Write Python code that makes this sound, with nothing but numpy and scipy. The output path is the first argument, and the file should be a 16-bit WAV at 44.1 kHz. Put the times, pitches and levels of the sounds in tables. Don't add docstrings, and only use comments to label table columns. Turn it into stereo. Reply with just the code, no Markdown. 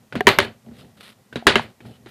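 import sys
import numpy as np
from scipy import signal
from scipy.fft import rfft, irfft, next_fast_len
from scipy.io import wavfile
from scipy.ndimage import uniform_filter1d, map_coordinates

SR = 44100
rng = np.random.default_rng(int(sys.argv[2]) if len(sys.argv) > 2 else 0)


def inscribe(sig):
    pcm = np.round(np.clip(np.atleast_2d(sig).T, -1, 1) * 32767)
    wavfile.write(sys.argv[1], SR, pcm.astype(np.int16))


def gain_from_decibels(decibels):
    exponent = np.asarray(decibels, float) / 20
    return 10 ** exponent


N = 92610
T = np.arange(SR // 4) / SR

# start in seconds, crack in dB, table boom in dB, treble in dB, left-right in dB.
BOUNCES = [(0.2695, 4, -3, 1, -4.5), (0.2791, -5, -31, -1.5, 10), (0.2886, -5, -35.5, 3.5, 6),
           (0.315, -21.5, -35.5, 1, -1), (0.3868, -2, -12.5, 6, 6), (0.4021, -14.5, -30, 2.5, 8),
           (.426, -29, -24.5, 1.5, -11), (.448, -41, -28, -6, -1), (.472, -58.5, -33, -8, 3),
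           (1.4686, 3, -7.5, 0, 13), (1.4786, -10, -28.5, -13.5, 3.5), (1.5063, -25, -36, -7.5, 10),
           (1.5564, -5.5, -10.5, -6.5, -1.5), (1.568, -22.5, -27, -10, 4.5)]
# frequency in Hz, density in dB per Hz.
CRACK = [(180, -42), (500, -16.5), (1370, 3), (2030, 3), (3390, -5.5), (4300, -6.5), (6560, -31.5),
         (12300, -26), (15500, -40.5)]
# frequency in Hz, level in dB, t60 in seconds.
TABLE_MODES = [(75.6, -25, 0.12), (101.85, -16.5, 0.14), (229.5, -10, .16), (394.1, 2.5, 0.083),
               (603.5, -10.5, .1), (699, -9.5, 0.1), (921, -10, 0.08), (1146, -15, 0.074),
               (1480, -9.5, .08), (1700, -15, 0.1), (1726, -11.5, 0.11), (2120, -5, .04),
               (2600, -20, 0.074), (3056, -8, 0.094)]


def bounces(track):
    crack_t60_s, treble_hz = 0.018, 5200
    for s, crack_db, boom_db, treble_db, pan_db in BOUNCES:
        spectrum = [(hz, db + treble_db * (hz > treble_hz)) for hz, db in CRACK]
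        crack = gain_from_decibels(crack_db) * burst(spectrum, crack_t60_s)
        add_blow(track, s, crack, gain_from_decibels(boom_db) * ring(TABLE_MODES), pan_db)


# start in seconds, level in dB, pitch in Hz,
# t60 in seconds, left-right in dB.
CLACKS = [(0.1246, -28, 1480, .03, 7), (0.2067, -16.5, 1800, 0.022, -12.5), (.2694, -6.5, 1927, 0.027, 3),
          (0.271, -4, 960, 0.07, 2), (0.2695, -10.5, 4000, .015, 2.5), (0.3879, -12.5, 1643, 0.026, 6.5),
          (0.3864, -7.5, 905, 0.035, 2.5), (.389, -10, 579.3, 0.052, 3.5), (1.3264, -28.5, 1534, .04, 5),
          (1.3573, -23, 3850, 0.023, 5), (1.36, -20.5, 234.5, .13, 0.5), (1.4249, -24.5, 718, 0.026, 0),
          (1.4679, -6.5, 3265, 0.024, 8), (1.4689, -7.5, 1812, 0.027, 7.5), (1.5559, -3, 2120, 0.021, -2.5),
          (1.5567, -9.5, 4182, .018, -2.5), (1.5958, -5.5, 915, 0.01, -1),
          (1.5957, -15.5, 1380, 0.0085, -5), (1.5, -61, 14350, .3, 1)]


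def clacks(track):
    for s, db, hz, t60_s, pan_db in CLACKS:
        place(track, s, panned(ring([(hz, db, t60_s)], attack_s=0.00015), pan_db))


# frequency in Hz, level in dB, t60 in seconds.
BRASS_MODES = [(12200, -14, .3), (12255, -7, .35), (12330, -14, .3), (14290, -1, .11), (14350, -6, .1)]


def brass_ring(track):
    start_s, level_db, free_s = .2697, -29.5, .115
    place(track, start_s, gain_from_decibels(level_db) * ring(BRASS_MODES) * (T < free_s))


# start in seconds, level in dB, pitch in Hz, crack in dB, t60 in seconds.
POPS = [
    (.2072, -11, 738, -2, .035),
    (1.4245, -36, 700, -25, .02),
    (1.5947, -18, 820, 2, .011),
]
POP_PANS_DB = [-16, -1.5, 2.5]
# ratio to pitch, level in dB, ratio to t60.
MOUTH = [(.56, -3, 1.1), (1, -3, .5), (1, -16, 2.2), (1.25, -4, .45), (2.2, -14, 1.1), (3.9, -9, .5),
         (4.5, -11, .35)]


def pops(track):
    for (s, db, hz, crack_db, t60_s), pan_db in zip(POPS, POP_PANS_DB):
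        hollow = ring([(ratio * hz, part_db, decay * t60_s) for ratio, part_db, decay in MOUTH])
        pop = hollow + gain_from_decibels(crack_db - 11.5) * burst(CRACK, .015)
        add_blow(track, s, gain_from_decibels(db) * pop, 0 * T, pan_db, wet_db=-17)


# start in seconds, crack in dB, table boom in dB, left-right in dB, tick pitch in Hz.
FINGERS = [(0.1246, -23.5, -37.5, 6.5, 1500), (.1315, -38, -50.5, 12, 1700), (0.2612, -36, -41.5, 4, 2100),
           (.154, -14.5, -21.5, -0.5, 1900), (0.159, -23.5, -13.5, 1.5, 1640), (.662, -49, -30.5, 10, 3000),
           (0.684, -46, -31.5, -5, 885), (0.713, -47, -31.5, -11, 900), (0.846, -46, -32, 3, 910),
           (1.009, -57.5, -89, 13.5, 3100), (1.032, -50, -50, 5.5, 1820), (1.327, -28, -32.5, 5.5, 1650),
           (1.3574, -15.5, -21, 5, 4140), (1.367, -26, -19.5, -7, 1840), (1.805, -37, -43, 1.5, 2300),
           (1.853, -37.5, -29, -6, 800), (2.0602, -32, -32.5, 7, 3890), (2.07, -37, -30.5, 9, 600)]
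# frequency in Hz, density in dB per Hz.
SOFT = [(180, -25.5), (300, 5.5), (952, -12), (1560, -8), (3800, -17), (5470, -30), (14000, -41),
        (15500, -58.5)]
# frequency in Hz, level in dB, t60 in seconds.
PADS = [(75, -13, .1), (140, -2, .06), (232, -1, .08), (390, -4, .04)]


def fingers(track):
    soft_t60_s, tick_db, tick_t60_s = .055, -4, .02
    for s, crack_db, boom_db, pan_db, hz in FINGERS:
        tick = burst(SOFT, soft_t60_s, snap_db=-6.5) + ring([(hz, tick_db, tick_t60_s)])
        thud = gain_from_decibels(boom_db) * ring(PADS, attack_s=0.0066)
        add_blow(track, s, gain_from_decibels(crack_db - 5) * tick, thud, pan_db)


def blows():
    track = np.zeros((2, N + SR))
    for source in (bounces, clacks, brass_ring, fingers, pops):
        source(track)
    return lagged(track[:, :N], .0001)


# time in seconds, level in dB.
DRAGS = [
    [(.42, -49.5), (.445, -33.5), (.47, -55), (.53, -70)],
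    [(.65, -88), (.75, -55.5), (.81, -45.5), (.835, -56.5), (.92, -69)],
    [(.97, -53.5), (1.0, -55.5), (1.01, -40.5), (1.025, -49), (1.036, -40.5), (1.06, -44), (1.095, -43.5),
     (1.12, -48.5), (1.16, -70.5)],
    [(1.6, -58), (1.625, -42.5), (1.66, -54.5), (1.72, -63)],
    [(1.8, -73), (1.87, -49.5), (1.93, -58), (1.97, -54), (2.0, -88.5), (2.1, -49.5)],
]
# frequency in Hz, density in dB per Hz.
SCRAPE = [(180, -42), (300, -7), (452, -3.5), (801, -9.5), (1330, -1.5), (3790, 1), (6300, -12),
          (7300, -5.5), (15000, -26)]


def drags():
    grains_per_s, grain_spread_db = 4000, 2.5
    slips_per_s, slip_spread_db, slip_db = 400, 2.5, -6
    hits = rng.random((3, N)) < grains_per_s / SR
    sizes = gain_from_decibels(grain_spread_db * rng.exponential(size=(3, N)))
    grains = hits * sizes * rng.standard_normal((3, N))
    scrape = pair(colour(grains, SCRAPE), 0.9)
    slips = np.zeros(N)
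    for hz in (1325, 1900, 3000, 4196, 5060):
        hits = rng.random(N) < slips_per_s / 5 / SR
        kicks = hits * gain_from_decibels(slip_spread_db * rng.exponential(size=N))
        slips += signal.fftconvolve(kicks, ring([(hz, 0, .025)]))[:N]
    strokes = sum(level(d) for d in DRAGS)
    return strokes * lumps(1.5, 200, 80) * (scrape + gain_from_decibels(slip_db) * unit(slips))


# time in seconds, level in dB.
LEAN = [(0.0, -52), (0.1, -59), (0.17, -23), (0.24, -48.5), (0.27, -22.5), (0.36, -46), (0.4, -33),
        (0.54, -51.5), (0.62, -61), (0.67, -44.5), (1.2, -57.5), (1.31, -59.5), (1.36, -50.5),
        (1.44, -63.5), (1.47, -16.5), (1.8, -63), (1.86, -40.5), (1.97, -55), (2.1, -50)]
# frequency in Hz, density in dB per Hz.
RUMBLE = [(25, -32), (55, -13.5), (120, 0), (180, -8), (232, 1), (290, -14.5), (400, -12), (800, -18),
          (1500, -65)]


def lean():
    pressure = np.minimum(level(LEAN), gain_from_decibels(-35.0))
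    rumble = pair(colour(rng.standard_normal((3, N)), RUMBLE), 0.45)
    return pressure * lumps(2.5, 100, 25) * rumble


# frequency in Hz, t60 in seconds.
ROOM_T60 = [(200, 0.26), (700, 0.25), (2000, 0.21), (5000, 0.2), (9000, 0.18), (11500, .15), (13500, .06)]
# frequency in Hz, level in dB.
ROOM_TONE = [(150, -12.5), (330, -5.5), (420, -1), (1000, -4), (2000, 0.5), (4300, -5), (5500, -21.5),
             (10500, -26.5), (12000, -44.5)]


def room(energy, boom):
    patchy_db, boom_wet_db, onset_s = 2.2, -17.5, 0.0034
    hz, t, z = signal.stft(rng.standard_normal((3, SR // 4)), SR, nperseg=256)
    patches = uniform_filter1d(rng.standard_normal(z.shape[1:]), size=9, axis=0)
    z = z * gain_from_decibels(patchy_db * unit(patches))
    z = z * gain_from_decibels(along(ROOM_TONE, hz)[:, None] - 60 * t / along(ROOM_T60, hz)[:, None])
    tail = pair(signal.istft(z, SR, nperseg=256)[1], 0.12)[:, :len(T)]
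    tail = tail * (1 - np.exp(-(T / onset_s) ** 2))
    tail = tail / np.linalg.norm(tail[0])
    boom_tail = signal.fftconvolve(boom[None], tail, axes=1)[:, :len(T)]
    return energy * tail + gain_from_decibels(boom_wet_db) * boom_tail


def add_blow(track, s, crack, boom, pan_db, wet_db=0):
    wet = gain_from_decibels(-7.5 + wet_db) * room(np.linalg.norm(crack[0]), boom)
    place(track, s, panned(crack, pan_db) + boom + wet)


def place(track, s, x):
    track[:, round(s * SR):][:, :len(T)] += x


def panned(x, pan_db):
    return x * gain_from_decibels([[pan_db / 2], [-pan_db / 2]])


def burst(spectrum, t60_s, snap_db=5):
    snap_t60_s, touch_s = .008, .00015
    fade = gain_from_decibels(-60 * T / t60_s) + gain_from_decibels(snap_db - 60 * T / snap_t60_s)
    fade = fade * (1 - np.exp(-T / touch_s))
    return pair(colour(rng.standard_normal((3, len(T))), spectrum), 0.52) * fade


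def ring(modes, attack_s=0.00066):
    strike_spread_db = 1.5
    total = np.zeros(len(T))
    for hz, db, t60_s in modes:
        struck_db = db + rng.normal(0, strike_spread_db)
        total += gain_from_decibels(struck_db - 60 * T / t60_s) * np.sin(2 * np.pi * hz * T)
    return total * (1 - np.exp(-T / attack_s))


def lumps(spread_db, count, per_s):
    return gain_from_decibels(spread_db * map_coordinates(rng.standard_normal(count), [np.arange(N) * per_s / SR]))


def unit(x):
    return x / np.sqrt(np.mean(x ** 2) + 1e-20)


def along(points, hz):
    f, v = np.transpose(points)
    return np.interp(np.log(hz + 1), np.log(f + 1), v)


def level(rows):
    s, db = np.transpose(rows)
    return gain_from_decibels(np.interp(np.arange(N) / SR, s, db, left=-120, right=-120))


def shaped(x, response):
    m = next_fast_len(x.shape[-1] + 4096)
    return irfft(rfft(x, m) * response(np.fft.rfftfreq(m, 1 / SR)), m)[..., :x.shape[-1]]


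def colour(x, spectrum):
    return unit(shaped(x, lambda hz: gain_from_decibels(along(spectrum, hz))))


def pair(x, alike):
    mono_hz = 487
    share = lambda hz: alike + (1 - alike) / (1 + (hz / mono_hz) ** 2)
    common = shaped(x[0], lambda hz: np.sqrt(share(hz)))
    return common + shaped(x[1:], lambda hz: np.sqrt(1 - share(hz)))


def lagged(x, lag_s):
    return shaped(x, lambda hz: np.exp(np.outer([-1, 1], 1j * np.pi * hz * lag_s)))


def causal(gain):
    cep = irfft(np.log(gain))
    half = cep.shape[-1] // 2
    fold = np.r_[1, 2 * np.ones(half - 1), 1, np.zeros(cep.shape[-1] - half - 1)]
    return np.exp(rfft(cep * fold))


# frequency in Hz, level in dB.
PORTS = [(250, -5), (500, -3), (1400, -4.5), (3000, 6), (6000, 3.5), (12000, -11.5)]


def ports(near):
    return shaped(near, lambda hz: causal(gain_from_decibels(np.outer([.5, -.5], along(PORTS, hz)))))


def scene():
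    near = blows() + lagged(drags(), -0.000097)
    return ports(near) + lean()


# frequency in Hz, density in dB per Hz.
HISS = [(240, -33.5), (400, -11.5), (1020, -5), (1190, -6.5), (1800, -10.5), (1910, -5), (2150, -10.5),
        (15000, -17.5)]


def self_noise():
    return gain_from_decibels(-59.5) * pair(colour(rng.standard_normal((3, N)), HISS), 0.063)


def overload(x):
    ceiling, knee = .99, 14
    return x / (1 + np.abs(x / ceiling) ** knee) ** (1 / knee)


def band_limit(x):
    return signal.sosfilt(signal.butter(12, 15610, fs=SR, output="sos"), x)


def record(dry):
    low_hz, top_hz = 60, 14700
    x = dry + self_noise()
    x = signal.sosfilt(signal.butter(2, low_hz, "high", fs=SR, output="sos"), x)
    x = signal.sosfilt(signal.ellip(8, 1, 50, top_hz, fs=SR, output="sos"), x)
    return band_limit(overload(x))


dry = scene()
out = record(dry)
inscribe(out)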